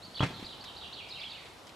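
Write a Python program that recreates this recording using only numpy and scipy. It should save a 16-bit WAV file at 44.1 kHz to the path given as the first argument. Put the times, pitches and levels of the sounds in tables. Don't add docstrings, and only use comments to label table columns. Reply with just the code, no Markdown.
import sys
import numpy as np
from scipy import signal
from scipy.io import wavfile

SR = 44100
rng = np.random.default_rng(int(sys.argv[2]) if len(sys.argv) > 2 else 0)


def generate_wav(signal):
    frames = np.transpose(np.atleast_2d(signal))
    scaled = np.clip(frames, -1, 1) * 32767
    pcm = np.round(scaled).astype(np.int16)
    wavfile.write(sys.argv[1], SR, pcm)


N = 77175
T = np.arange(N) / SR
CONTACT_S = 0.00073


def from_db(db):
    return 10 ** (np.asarray(db) / 20)


def unit_rms(x):
    return x / np.sqrt(np.mean(x ** 2) + 1e-20)


def at_hz(points, hz):
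    freqs, values = np.transpose(points)
    return np.interp(np.log(hz), np.log(freqs), values)


def pan(db):
    return from_db(np.array([[db], [-db]]) / 2)


def drift(hz):
    pole = np.exp(-2 * np.pi * hz / SR)
    return unit_rms(signal.lfilter([1], [1, -2 * pole, pole * pole], rng.standard_normal(2 * N))[N:])


def decay(start, t60):
    return (T >= start) * np.exp(-np.log(1000) * np.maximum(T - start, 0) / t60)


def mode(start, hz, t60):
    onset = np.clip((T - start) / CONTACT_S, 0, 1)
    return onset * decay(start, t60) * np.cos(2 * np.pi * hz * (T - start - CONTACT_S / 2))


def stereo(mid, side, correlation):
    correlation = np.clip(correlation, -1, 1)
    return np.sqrt(1 + correlation) * mid + np.sqrt(1 - correlation) * side * np.array([[1], [-1]])


# frequency in Hz, left-right correlation.
COHERENCE = [(100, 0.84), (400, 0.68), (1200, 0.66), (3000, 0.35), (6000, 0.92), (12000, 1)]

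def noise(spectrum, grain_db, flicker_db):
    edges, run_in = 22 * 2 ** np.arange(0, 9.6, .5), 8000
    white = rng.standard_normal((2, 2, run_in + N))
    white[..., run_in:] *= from_db(grain_db * np.clip(drift(267), -2, 2))
    out = 0
    for k, (low, high) in enumerate(zip(edges, edges[1:])):
        band = signal.butter(2, [low, high], "band", fs=SR, output="sos")
        mid, side = signal.sosfilt(band, white[k % 2])[:, run_in:]
        hz = np.sqrt(low * high)
        gain = from_db(at_hz(spectrum, hz) + flicker_db * drift(4.95))
        out = out + gain * stereo(mid, side, at_hz(COHERENCE, hz))
    return unit_rms(out)


# frequency in Hz, relative spectral density in dB.
AIR_SPECTRUM = [(25, -32), (55, 2), (150, -0.5), (370, -2), (600, -1), (950, 0), (1400, -6.5), (2200, -11),
                (3500, -8), (5300, -15.5), (9000, -22), (14000, -31)]
# time in seconds, level in dB.
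AIR_LEVELS = [(0, -52), (.6, -50), (1.2, -52), (1.75, -52)]

def air():
    level_db = np.interp(T, *np.transpose(AIR_LEVELS))
    return from_db(level_db) * noise(AIR_SPECTRUM, grain_db=0, flicker_db=1)


def trees(x, t60, correlation, near_gain, near_t60):
    build_up = 1 - np.exp(-T / 0.0072)
    envelope = build_up * (decay(0, t60) + near_gain * decay(0, near_t60))
    response = unit_rms(stereo(*rng.standard_normal((2, N)), correlation) * envelope) / np.sqrt(N)
    return signal.fftconvolve(x[None], response, axes=1)[:, :N]


def arch(u, roundness=0.574):
    return (1 - roundness) * u + roundness * np.sin(np.pi / 2 * u)


# start, rise time and fall time in seconds, first, peak and last pitch in Hz,
# direct level in dB, scattered level at mid-fall in dB.
BIRD_NOTES = [(0.018, 0.0355, 0.02, 3800, 4670, 4170, -52, -51.5),
              (0.144, 0.012, 0.01503, 2900, 4760, 2966, -46, -39.5),
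              (0.17, 0.017, 0.0023, 3000, 4210, 4200, -47.5, -44),
              (0.194, 0.023, 0.0145, 2750, 3420, 3200, -38.5, -47),
              (0.337, 0.0133, 0.018, 3600, 4300, 3305, -52, -45),
              (0.442, 0.014, 0.017, 3700, 4750, 3746, -50, -45.5),
              (0.488, 0.012, 0.033, 2950, 3990, 2790, -50.5, -49),
              (0.603, .013, .017, 3700, 4650, 3980, -51, -50.5),
              (0.646, 0.011, 0.027, 3150, 3880, 2770, -51.5, -45.5),
              (0.764, .012, 0.014, 3500, 4700, 3750, -48, -45.5),
              (0.808, 0.014, 0.022, 2950, 3900, 2530, -51, -42),
              (0.924, 0.016, 0.016, 3300, 4550, 3520, -49, -44),
              (0.967, 0.014, .030, 2700, 3406, 2240, -49, -43),
              (1.084, 0.0074, 0.0127, 4410, 5200, 4700, -56, -50),
              (1.103, 0.011, .016, 3500, 4550, 3434, -47, -41.5),
              (1.146, 0.014, 0.029, 2650, 3170, 2095, -51, -44.5),
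              (1.194, 0.0098, 0.017, 3700, 4850, 3040, -50.5, -45.5),
              (1.211, 0.01, 0.0027, 3200, 3670, 3900, -42, -41),
              (1.232, 0.022, 0.025, 2500, 3400, 2980, -43.5, -48.5),
              (1.295, 0.012, 0.019, 3400, 4650, 3307, -46, -44.5),
              (1.333, 0.019, 0.034, 2350, 3046, 1990, -52, -50)]
NOTE_EDGE_S, FALL_FADE_S, FALL_SCATTER_DB = 0.0016, 0.045, 8.5
WAVER_DEPTH, FLUTTER_DB = 0.0239, 3

def bird():
    to_trees, direct = np.zeros(N), np.zeros(N)
    waver = 1 + WAVER_DEPTH * drift(235)
    for start, rise, fall, first_hz, peak_hz, last_hz, direct_db, scattered_db in BIRD_NOTES:
        up = np.clip((T - start) / rise, 0, 1)
        down = np.clip((T - start - rise) / fall, 0, 1)
        hz = first_hz + (peak_hz - first_hz) * arch(up) + (last_hz - peak_hz) * (1 - arch(1 - down))
        envelope = np.clip(np.minimum(T - start, start + rise + fall - T) / NOTE_EDGE_S, 0, 1)
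        note = envelope * np.sqrt(2) * np.sin(2 * np.pi * np.cumsum(hz * waver) / SR)
        to_trees += from_db(scattered_db + FALL_SCATTER_DB * (down - .5)) * note
        direct += from_db(direct_db) * note * np.exp(-(fall * down / FALL_FADE_S) ** 2)
    return to_trees, direct * from_db(FLUTTER_DB * drift(150))


# start in seconds, thump level in dB, pitch in Hz, grit level in dB.
HOOF_FALLS = [(0.049, -43, 184, -74.5), (0.082, -37.5, 173, -77), (0.174, -44, 130, -52),
              (0.262, -26, 145, -42.5), (0.289, -32, 135, -49), (0.307, -30, 220, -51.5),
              (0.397, -36, 284, -49), (0.427, -30.5, 207, -53), (0.447, -35.5, 76, -68),
              (1.216, -50, 54, -51.5), (1.42, -97, 166, -54), (1.455, -47, 407, -54),
              (1.498, -45, 385, -73)]
# start in seconds, level in dB.
TWIG_SNAPS = [(0.409, -63), (0.64, -44), (1.089, -48.5), (1.67, -48), (1.692, -55)]
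# frequency in Hz, relative spectral density in dB.
GRIT_SPECTRUM = [(100, -14), (400, -12), (1000, -7.5), (2000, -6.5), (4000, -12), (7000, -24), (15000, -37)]
TWIG_SPECTRUM = [(300, -31), (1500, -1.5), (4000, 3.5), (7000, -8), (10000, -16.5), (15000, -23)]

def hooves():
    thumps = sum(from_db(db) * mode(start, hz, t60=0.025) for start, db, hz, _ in HOOF_FALLS)
    scuffs = sum(from_db(db) * decay(start, t60=0.16) for start, _, _, db in HOOF_FALLS)
    snaps = sum(from_db(db) * decay(start, t60=0.072) for start, db in TWIG_SNAPS)
    crackle = noise(TWIG_SPECTRUM, grain_db=3, flicker_db=1.5)
    grit = noise(GRIT_SPECTRUM, grain_db=1.5, flicker_db=4.0)
    return thumps + scuffs * grit + snaps * crackle


# start in seconds, polarity of the thump (+1 or -1),
# thump, slap and crunch levels in dB. The last row is the second hard blow.
BAG_BLOWS = [(0.2055, 1, -22, -15, -33.5), (0.2220, 1, -33, -20, -37.5), (0.2312, -1, -19.5, -14, -30)]
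# frequency in Hz, level relative to the thump in dB, T60 in seconds.
BAG_MODES = [(43, -28, 0.21), (105, -17, 0.19), (121.3, 2.5, 0.063), (175, -13, 0.098), (268.5, -11, 0.12),
             (565, -12, 0.057), (754, -21, 0.078), (901, -11, 0.098), (1070, -4, 0.027),
             (1203, -15.5, 0.12), (1314, -12, 0.044)]
# frequency in Hz, relative spectral density in dB.
CRUNCH_SPECTRUM = [(60, -28), (130, 14), (250, -6.5), (500, 6), (1000, -2), (2000, 5), (3500, -6),
                   (5000, -15), (7200, -19), (9000, -41), (15000, -53)]
CRUNCH_RISE_S, CRUNCH_T60_S = 0.0035, 0.13

def bag():
    body, crush = 0, 0
    for start, polarity, thump_db, slap_db, crunch_db in BAG_BLOWS:
        thump = sum(from_db(thump_db + db) * mode(start, hz, t60) for hz, db, t60 in BAG_MODES)
        slap = from_db(slap_db) * mode(start + CONTACT_S, hz=815, t60=0.0059)
        body = body + polarity * thump + slap
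        onset = np.clip((T - start) / CRUNCH_RISE_S, 0, 1)
        crush = crush + from_db(crunch_db) * onset * decay(start, CRUNCH_T60_S)
    return body + crush * noise(CRUNCH_SPECTRUM, grain_db=-2.5, flicker_db=-0.5)


def scene():
    background = air()
    ram = bag() + hooves()
    song_to_trees, song_direct = bird()
    ram_echo = from_db(-12.5) * trees(ram.mean(0), t60=0.77, correlation=1, near_gain=0.91, near_t60=0.045)
    song_echo = trees(song_to_trees, t60=0.84, correlation=0.61, near_gain=1.23, near_t60=0.1)
    return background + ram + ram_echo + pan(-2.5) * song_direct + pan(-1.5) * song_echo


def record(dry):
    return signal.sosfilt(signal.ellip(10, .1, 80, 14400, fs=SR, output="sos"), dry)


dry = scene()
out = record(dry)
generate_wav(out)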